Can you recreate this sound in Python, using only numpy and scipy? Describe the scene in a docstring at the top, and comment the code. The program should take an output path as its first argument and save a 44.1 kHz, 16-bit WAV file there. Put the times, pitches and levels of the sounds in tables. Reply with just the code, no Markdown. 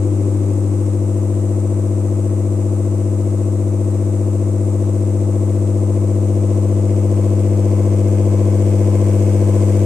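"""A mains-driven shaker hums under a tray of sand, indoors and close to the microphone.
It pushes the tray 100 times a second while the tray rocks at about 43 Hz, so hum, rattle and knocks
throb in a near-repeating pattern that stumbles for the first second, then settles. Sand is thrown up
and lands on every stroke, and coarse grains crackle at each blow, over a dull rustle.
Mostly in the second half, the microphone moves nearer and comes over coarser sand."""
import sys
import numpy as np
from scipy import signal
from scipy.fft import rfft, irfft
from scipy.io import wavfile

SR = 44100
rng = np.random.default_rng(int(sys.argv[2]) if len(sys.argv) > 2 else 0)


def generate_wav(signal):
    """Clip the signal to [-1, 1] and save it as 16-bit WAV at the path in sys.argv[1]."""
    frames = np.transpose(np.atleast_2d(signal))
    scaled = np.clip(frames, -1, 1) * 32767
    pcm = np.round(scaled).astype(np.int16)
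    wavfile.write(sys.argv[1], SR, pcm)


N = 434385
TIME = np.arange(N) / SR
STROKE_HZ, STROKE_START = 99.996, .367  # the shaker's push; start in cycles
ROCK_HZ, ROCK_START = 42.605, -.25  # the tray's settled rocking; start in cycles

# The rocking, a little faster during the stumble. Each row: time in seconds, rate in Hz.
ROCK_RATE = [(0, 43.25), (.5, 43.45), (1.1, 43), (1.45, 42.61), (3, 42.6), (4.3, 42.545), (5.3, 42.605),
             (6.8, 42.625), (9.85, 42.6)]
# The hum, one row per stroke harmonic from the first up.
# Each row: base levels in dB of the lines -4 to 4 rocking rates away from that harmonic.
HUM_LEVELS = [(-82, -69, -70, -60, -15.2, -62, -53, -63, -72),
              (-74, -66, -62, -44.5, -27.9, -41.3, -44.5, -51, -50),
              (-67, -61, -47, -41, -28.4, -30.5, -37.5, -52, -51),
              (-71, -65, -39, -30.5, -47.5, -47, -43, -45, -55),
              (-60, -51, -48, -38.3, -35.8, -43.5, -53, -56, -53.5),
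              (-67, -50, -41.5, -40.3, -50, -41.3, -48.5, -59, -60),
              (-59, -53.5, -47, -43.8, -51, -61, -62, -64, -60)]
# What hum and rattle gain as the microphone moves in. Each row: frequency in Hz, gain in dB.
CLOSE_UP_EQ = [(100, 3.5), (200, 5), (290, 2), (340, 2.5), (460, 7.5), (650, 4.5), (850, 6), (1010, 8),
               (1120, 4), (1400, 0.5)]
# How stumbling reshapes the hum. Each row: frequency in Hz, gain in dB.
STUMBLE_EQ = [(100, 0.5), (200, -2), (300, 2.5), (340, 0), (360, -13), (390, 0), (455, -9), (500, -0.5),
              (640, -18.5)]
# The rattle, one row per stroke harmonic above those of the hum.
# Each row: base levels in dB of the lines -5 to 5 rocking rates away from that harmonic.
RATTLE_LEVELS = [(-68, -55, -54, -57, -56, -61, -54, -59, -63, -65, -66),
                 (-70, -62, -59, -58, -53, -61, -65, -63, -67, -63, -59),
                 (-65, -62, -59, -63, -59, -65, -60, -68, -64, -64, -65),
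                 (-65, -64, -70, -54, -61, -63, -64, -66, -68, -68, -67),
                 (-63, -70, -65, -60, -66, -64, -65, -68, -71, -74, -75),
                 (-63, -61, -70, -60, -69, -63, -70, -72, -73, -74, -67),
                 (-68, -68, -67, -70, -71, -75, -69, -74, -69, -74, -77)]
# Where the tray hits its support. Each row: tilt of the hardest blow and reach around it, both in
# rocking cycles, place in the stroke in cycles, drift in strokes per rock, strength in dB.
TRAY_CONTACTS = [(.23, .14, .79, .15, 5), (.93, .2, .70, .2, 0), (.5, .1, .65, -.5, 3.5),
                 (.71, .13, .69, .1, 2), (.65, .15, .86, .1, 2), (.8, .14, 1.08, 0, 0)]
# Tone of the tray's ring and thud, the grains' crackle, the two sands and the background rustle.
# Each row: frequency in Hz, relative level in dB.
KNOCK_EQ = [(250, 36), (480, -54), (640, 20), (800, 25), (1000, 11), (1150, 26.5), (1330, -8.5), (1500, 2),
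            (1750, -15), (2400, -13), (3800, -43)]
THUD_EQ = [(110, -38.5), (180, -13), (260, -17.5), (330, 1), (385, -1), (430, -18), (510, -10),
           (620, -15.5), (800, -28), (1100, -42), (1600, -86)]
CRACKLE_EQ = [(1400, -4), (1750, -1.5), (2200, 1.5), (3000, -4), (4200, -9.5), (6000, -2.5), (8000, 1),
              (10000, -23)]
FINE_SAND_EQ = [(820, 10), (1400, -1.5), (1760, -3.5), (1900, 1), (2320, -3), (2640, -3), (3350, -11),
                (3700, -7), (4510, -11), (6520, 0), (8190, 5.5), (8870, 2), (10200, -11), (14400, -15.5),
                (15000, -23)]
COARSE_SAND_EQ = [(820, -10), (1400, -2), (1520, 5.5), (1760, 0.5), (2170, 5.5), (3970, -8.5), (6710, 1.5),
                  (8440, 5), (8950, 2.5), (9890, -9.5), (11900, -9), (14400, -13), (15000, -20)]
RUSTLE_EQ = [(15, 4), (45, 1), (120, 2.5), (220, -1), (340, 1), (500, -2), (700, -8), (1100, -13),
             (1600, -22), (3000, -40)]
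# Balance of the two microphone ports. Each row: frequency in Hz, left minus right in dB.
PORT_BALANCE = [(60, -4), (80, 3.5), (110, 6.5), (140, 0), (190, 1), (260, 9), (340, 3), (440, 4),
                (540, 3.5), (640, -1), (820, 0), (1100, 0), (1470, -2), (1960, -4), (2620, 0.5), (3510, 1),
                (4690, 1), (6270, -1.5), (8380, 8.5), (11200, 11.5), (15000, -3.5)]
# Phase between the ports. Each row: frequency in Hz, lead of the left port in radians.
PORT_PHASE = [(280, 0), (600, -.55), (1100, -.7), (2000, 0)]


def hum(stroke, rock, stumble, near, side_stumble_db=2.5):
    """The shaker drones on harmonics of its stroke; the rocking splits each into side lines."""
    nearer = near - near.mean()
    side_lift = gain_of(side_stumble_db * stumble)
    sides = {m: phasor(m * rock) * (side_lift if m else 1) for m in range(-4, 5)}
    out = np.zeros(N)
    for harmonic, levels in enumerate(HUM_LEVELS, 1):
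        push = phasor(harmonic * stroke)
        for (m, side), db in zip(sides.items(), levels):
            hz = abs(harmonic * STROKE_HZ + m * ROCK_HZ)
            # harmonics share one delay; side lines follow the tilt and flip below the main resonance
            phase = .3 + .79 * m + .4 * (m > 1) + .5 * (hz < 292) if m else .25 - .35 * harmonic
            level = gain_of(db + curve_at(CLOSE_UP_EQ, hz) * nearer + curve_at(STUMBLE_EQ, hz) * stumble)
            out += np.sqrt(2) * level * (push * side * phasor(phase)).real
    return out


def rattle(stroke, rock, near, swell_hz=1015, swell_width_hz=55, spread_cycles=.11):
    """The tray's pitched rattle pulses with the rocking; up close, one resonance slowly swells."""
    sides = {m: phasor(m * (rock - .05) + m * m / 11) for m in range(-5, 6)}
    nearer = near - near.mean()
    # seven times the rocking rate nearly meets the stroke's third harmonic: a slow beat
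    swell_db = 4 * near ** .3 * (np.cos(2 * np.pi * (3 * stroke - 7 * rock - .08)) - .1)
    loose_stroke = stroke - .89 + .0015 * waver(25)  # late in the stroke, with a little slop
    out = np.zeros((2, N))
    for harmonic, levels in enumerate(RATTLE_LEVELS, len(HUM_LEVELS) + 1):
        push = phasor(harmonic * loose_stroke)
        for (m, side), db in zip(sides.items(), levels):
            hz = harmonic * STROKE_HZ + m * ROCK_HZ
            resonance = np.exp(-((hz - swell_hz) / swell_width_hz) ** 2)
            level = gain_of(db + curve_at(CLOSE_UP_EQ, hz) * nearer + resonance * swell_db)
            ear_angle = phasor(spread_cycles * rng.standard_normal())
            smear = phasor(spread_cycles * rng.standard_normal())  # the tray's modes smear the blows
            line = push * side * level * smear
            out += (line * ear_angle).real, (line / ear_angle).real
    flutter_db = .15 + .07 * waver(51)
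    return np.sqrt(2) * out * gain_of(flutter_db)


def blows(rock, stumble, jitter_ms=.039, stumble_ms=.4, chance_db=2):
    """The tray strikes its support each stroke; the tilt decides which edge hits, when and how hard."""
    strikes = np.zeros(N)
    for hardest, reach, place, drift, db in TRAY_CONTACTS:
        at = stroke_times(place)
        tilt = (np.interp(at, TIME, rock) - hardest + .5) % 1 - .5
        slop_ms = jitter_ms + stumble_ms * np.interp(at, TIME, stumble)
        late, hard = rng.uniform(-.65, 1, (len(at), 2)).T
        at = at + drift * tilt / STROKE_HZ + slop_ms * late / 1000
        force = gain_of(db + chance_db * hard) * np.exp(-(tilt / reach) ** 2)
        strikes += clicks(at, force * (at < TIME[-1]))
    return strikes


def knocks(strikes, stumble, level_db, thud_db=-27.5):
    """The blows ring the tray; while it stumbles, uneven blows make its whole body thud."""
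    ring = reflections(colour(strikes, KNOCK_EQ), t60_s=.44, wet_db=-6)
    at = stroke_times(.92)[:-1]
    thuds = colour(clicks(at, rng.choice([-1, 1], len(at))), THUD_EQ)
    return gain_of(level_db) * unit_rms(ring) + gain_of(thud_db) * stumble * unit_rms(thuds)


def sand(stroke, rock, coarseness, level_db, grains_per_s=12000, size_spread_db=3, bunching_db=2):
    """Grains land in a hissing shower on each stroke; a few are larger than the rest."""
    landing = 2 * np.pi * (stroke - .78)
    shower_db = bunching_db * (np.cos(landing) + .53 * np.cos(2 * landing + 1.7))
    # the throw is strongest when stroke and rocking line up
    shower_db += .23 * np.cos(landing - 2 * np.pi * rock) + .5 * np.cos(landing - 4 * np.pi * rock)
    shower_db += .78 * waver(60)
    lands = rng.random((2, N)) < grains_per_s / SR
    size = gain_of(size_spread_db * np.minimum(rng.exponential(1, (2, N)), 6))
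    grains = lands * size * rng.choice([-1, 1], (2, N)) * gain_of(shower_db)
    room_wash = gain_of(-1) * rng.standard_normal((2, N))
    grains = unit_rms(grains) + room_wash
    fine = unit_rms(colour(grains, FINE_SAND_EQ))
    coarse = unit_rms(colour(grains * rng.choice([-1, 1], (2, N)), COARSE_SAND_EQ))
    hiss = np.sqrt(1 - coarseness) * fine + np.sqrt(coarseness) * coarse
    return gain_of(level_db) * unit_rms(hiss)


def grain_crackle(strikes, level_db, decay_s=.0012):
    """Each blow jolts the coarse grains, which answer with a very short crackle."""
    bursts = signal.lfilter([1], [1, -np.exp(-1 / (decay_s * SR))], strikes)
    crackle = colour(bursts * rng.standard_normal((2, N)), CRACKLE_EQ)
    return gain_of(level_db) * unit_rms(reflections(crackle, t60_s=.19, wet_db=-5))


def bed_rustle(level_db):
    """The shaken bed of sand and the room lay a dull rustle under everything."""
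    noise = rng.standard_normal(N) + rng.standard_normal((2, N))  # centre plus width
    return gain_of(level_db) * unit_rms(colour(noise, RUSTLE_EQ))


def reflections(x, t60_s, wet_db):
    """Tray and room add a dense tail, different at each ear."""
    t = TIME[:SR // 3]
    tail = rng.standard_normal((2, len(t))) * gain_of(-60 * t / t60_s)
    tail /= np.linalg.norm(tail, axis=1, keepdims=True)
    return x + gain_of(wet_db) * signal.oaconvolve(x, tail, axes=1)[:, :N]


def gain_of(db):
    """Decibels to a gain."""
    return 10 ** (np.asarray(db) / 20)


def unit_rms(x):
    """Scales to rms 1."""
    return x / np.sqrt(np.mean(x ** 2) + 1e-20)


def phasor(cycles):
    """A point on the unit circle, turned by the given phase."""
    return np.exp(2j * np.pi * cycles)


def curve_at(curve, hz):
    """Reads a curve on a log-frequency axis."""
    points_hz, values = np.transpose(curve)
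    return np.interp(np.log(hz + 1), np.log(points_hz + 1), values)


def colour(x, eq, size=4096):
    """Minimum-phase EQ: a click rings after, never before."""
    hz = abs(np.fft.fftfreq(size, 1 / SR))
    low_cut_db = 24 * np.minimum(np.log2((hz + 1) / eq[0][0]), 0)
    log_gain = np.log(gain_of(np.maximum(curve_at(eq, hz) + low_cut_db, -100)))
    taps = np.fft.ifft(np.exp(np.conj(signal.hilbert(log_gain)))).real[:size // 2]
    return signal.oaconvolve(np.atleast_2d(x), taps[None], axes=1)[:, :N]


def waver(rate_hz):
    """A random wobble of rms 1, rolling off above the given rate."""
    hz = np.fft.rfftfreq(N, 1 / SR)
    return unit_rms(irfft(rfft(rng.standard_normal(N)) * np.exp(-(hz / rate_hz) ** 2), N))


def clicks(at_s, size):
    """Impulses, each shared between its two nearest samples."""
    place = np.clip(at_s * SR, 0, N - 2)
    whole, part = place.astype(int), place % 1
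    return np.bincount(whole, size * (1 - part), N) + np.bincount(whole + 1, size * part, N)


def stroke_times(place):
    """The moment in seconds at which each stroke reaches the given place in its cycle."""
    return (np.arange(int(N / SR * STROKE_HZ) + 1) - STROKE_START + place) / STROKE_HZ


def fade(middle_s, length_s):
    """A smooth fade from 0 to 1."""
    return .5 + .5 * np.sin(np.pi * np.clip((TIME - middle_s) / length_s, -.5, .5))


def scene():
    """Stroke and rocking drive tray and sand; the tray settles, then the microphone moves in."""
    stumble = 1 - .947 * fade(middle_s=.78, length_s=.9)  # a trace never settles
    near = fade(middle_s=6.6, length_s=7.1)
    over_coarse = fade(middle_s=7.23, length_s=3)
    over_spray = fade(middle_s=8.7, length_s=1.2)  # right above the leaping grains
    stroke = STROKE_START + STROKE_HZ * TIME
    rock = ROCK_START + np.cumsum(np.interp(TIME, *np.transpose(ROCK_RATE))) / SR
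    rock += (.0012 + .015 * stumble) * waver(14)
    strikes = blows(rock, stumble)
    tray = hum(stroke, rock, stumble, near) + rattle(stroke, rock, near ** 1.3)  # rattle grows late
    tray += knocks(strikes, stumble, level_db=-56 + 7.5 * near + 2 * stumble)
    crackle = grain_crackle(strikes, level_db=-56.5 + 10.5 * near ** .65 + 4 * stumble)  # grows early
    shower = sand(stroke, rock, over_coarse, level_db=-43 + 2.5 * over_spray)
    return tray + crackle + shower + bed_rustle(level_db=-48 + 4.5 * near)


def record(dry, high_cut_hz=15050):
    """The two microphone ports differ in tone and phase, and the very top is cut off."""
    hz = np.fft.rfftfreq(2048, 1 / SR)
    left_right = [.5, -.5]
    balance = gain_of(np.outer(left_right, curve_at(PORT_BALANCE, hz)))
    balance /= np.sqrt(np.mean(balance ** 2, axis=0))
    phase = np.exp(1j * np.outer(left_right, curve_at(PORT_PHASE, hz)))
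    taps = np.fft.fftshift(irfft(balance * phase * (hz < high_cut_hz)), axes=1)[:, 1:]
    return signal.oaconvolve(dry, taps * np.hanning(taps.shape[1]), "same", axes=1)


dry = scene()
out = record(dry)
generate_wav(out)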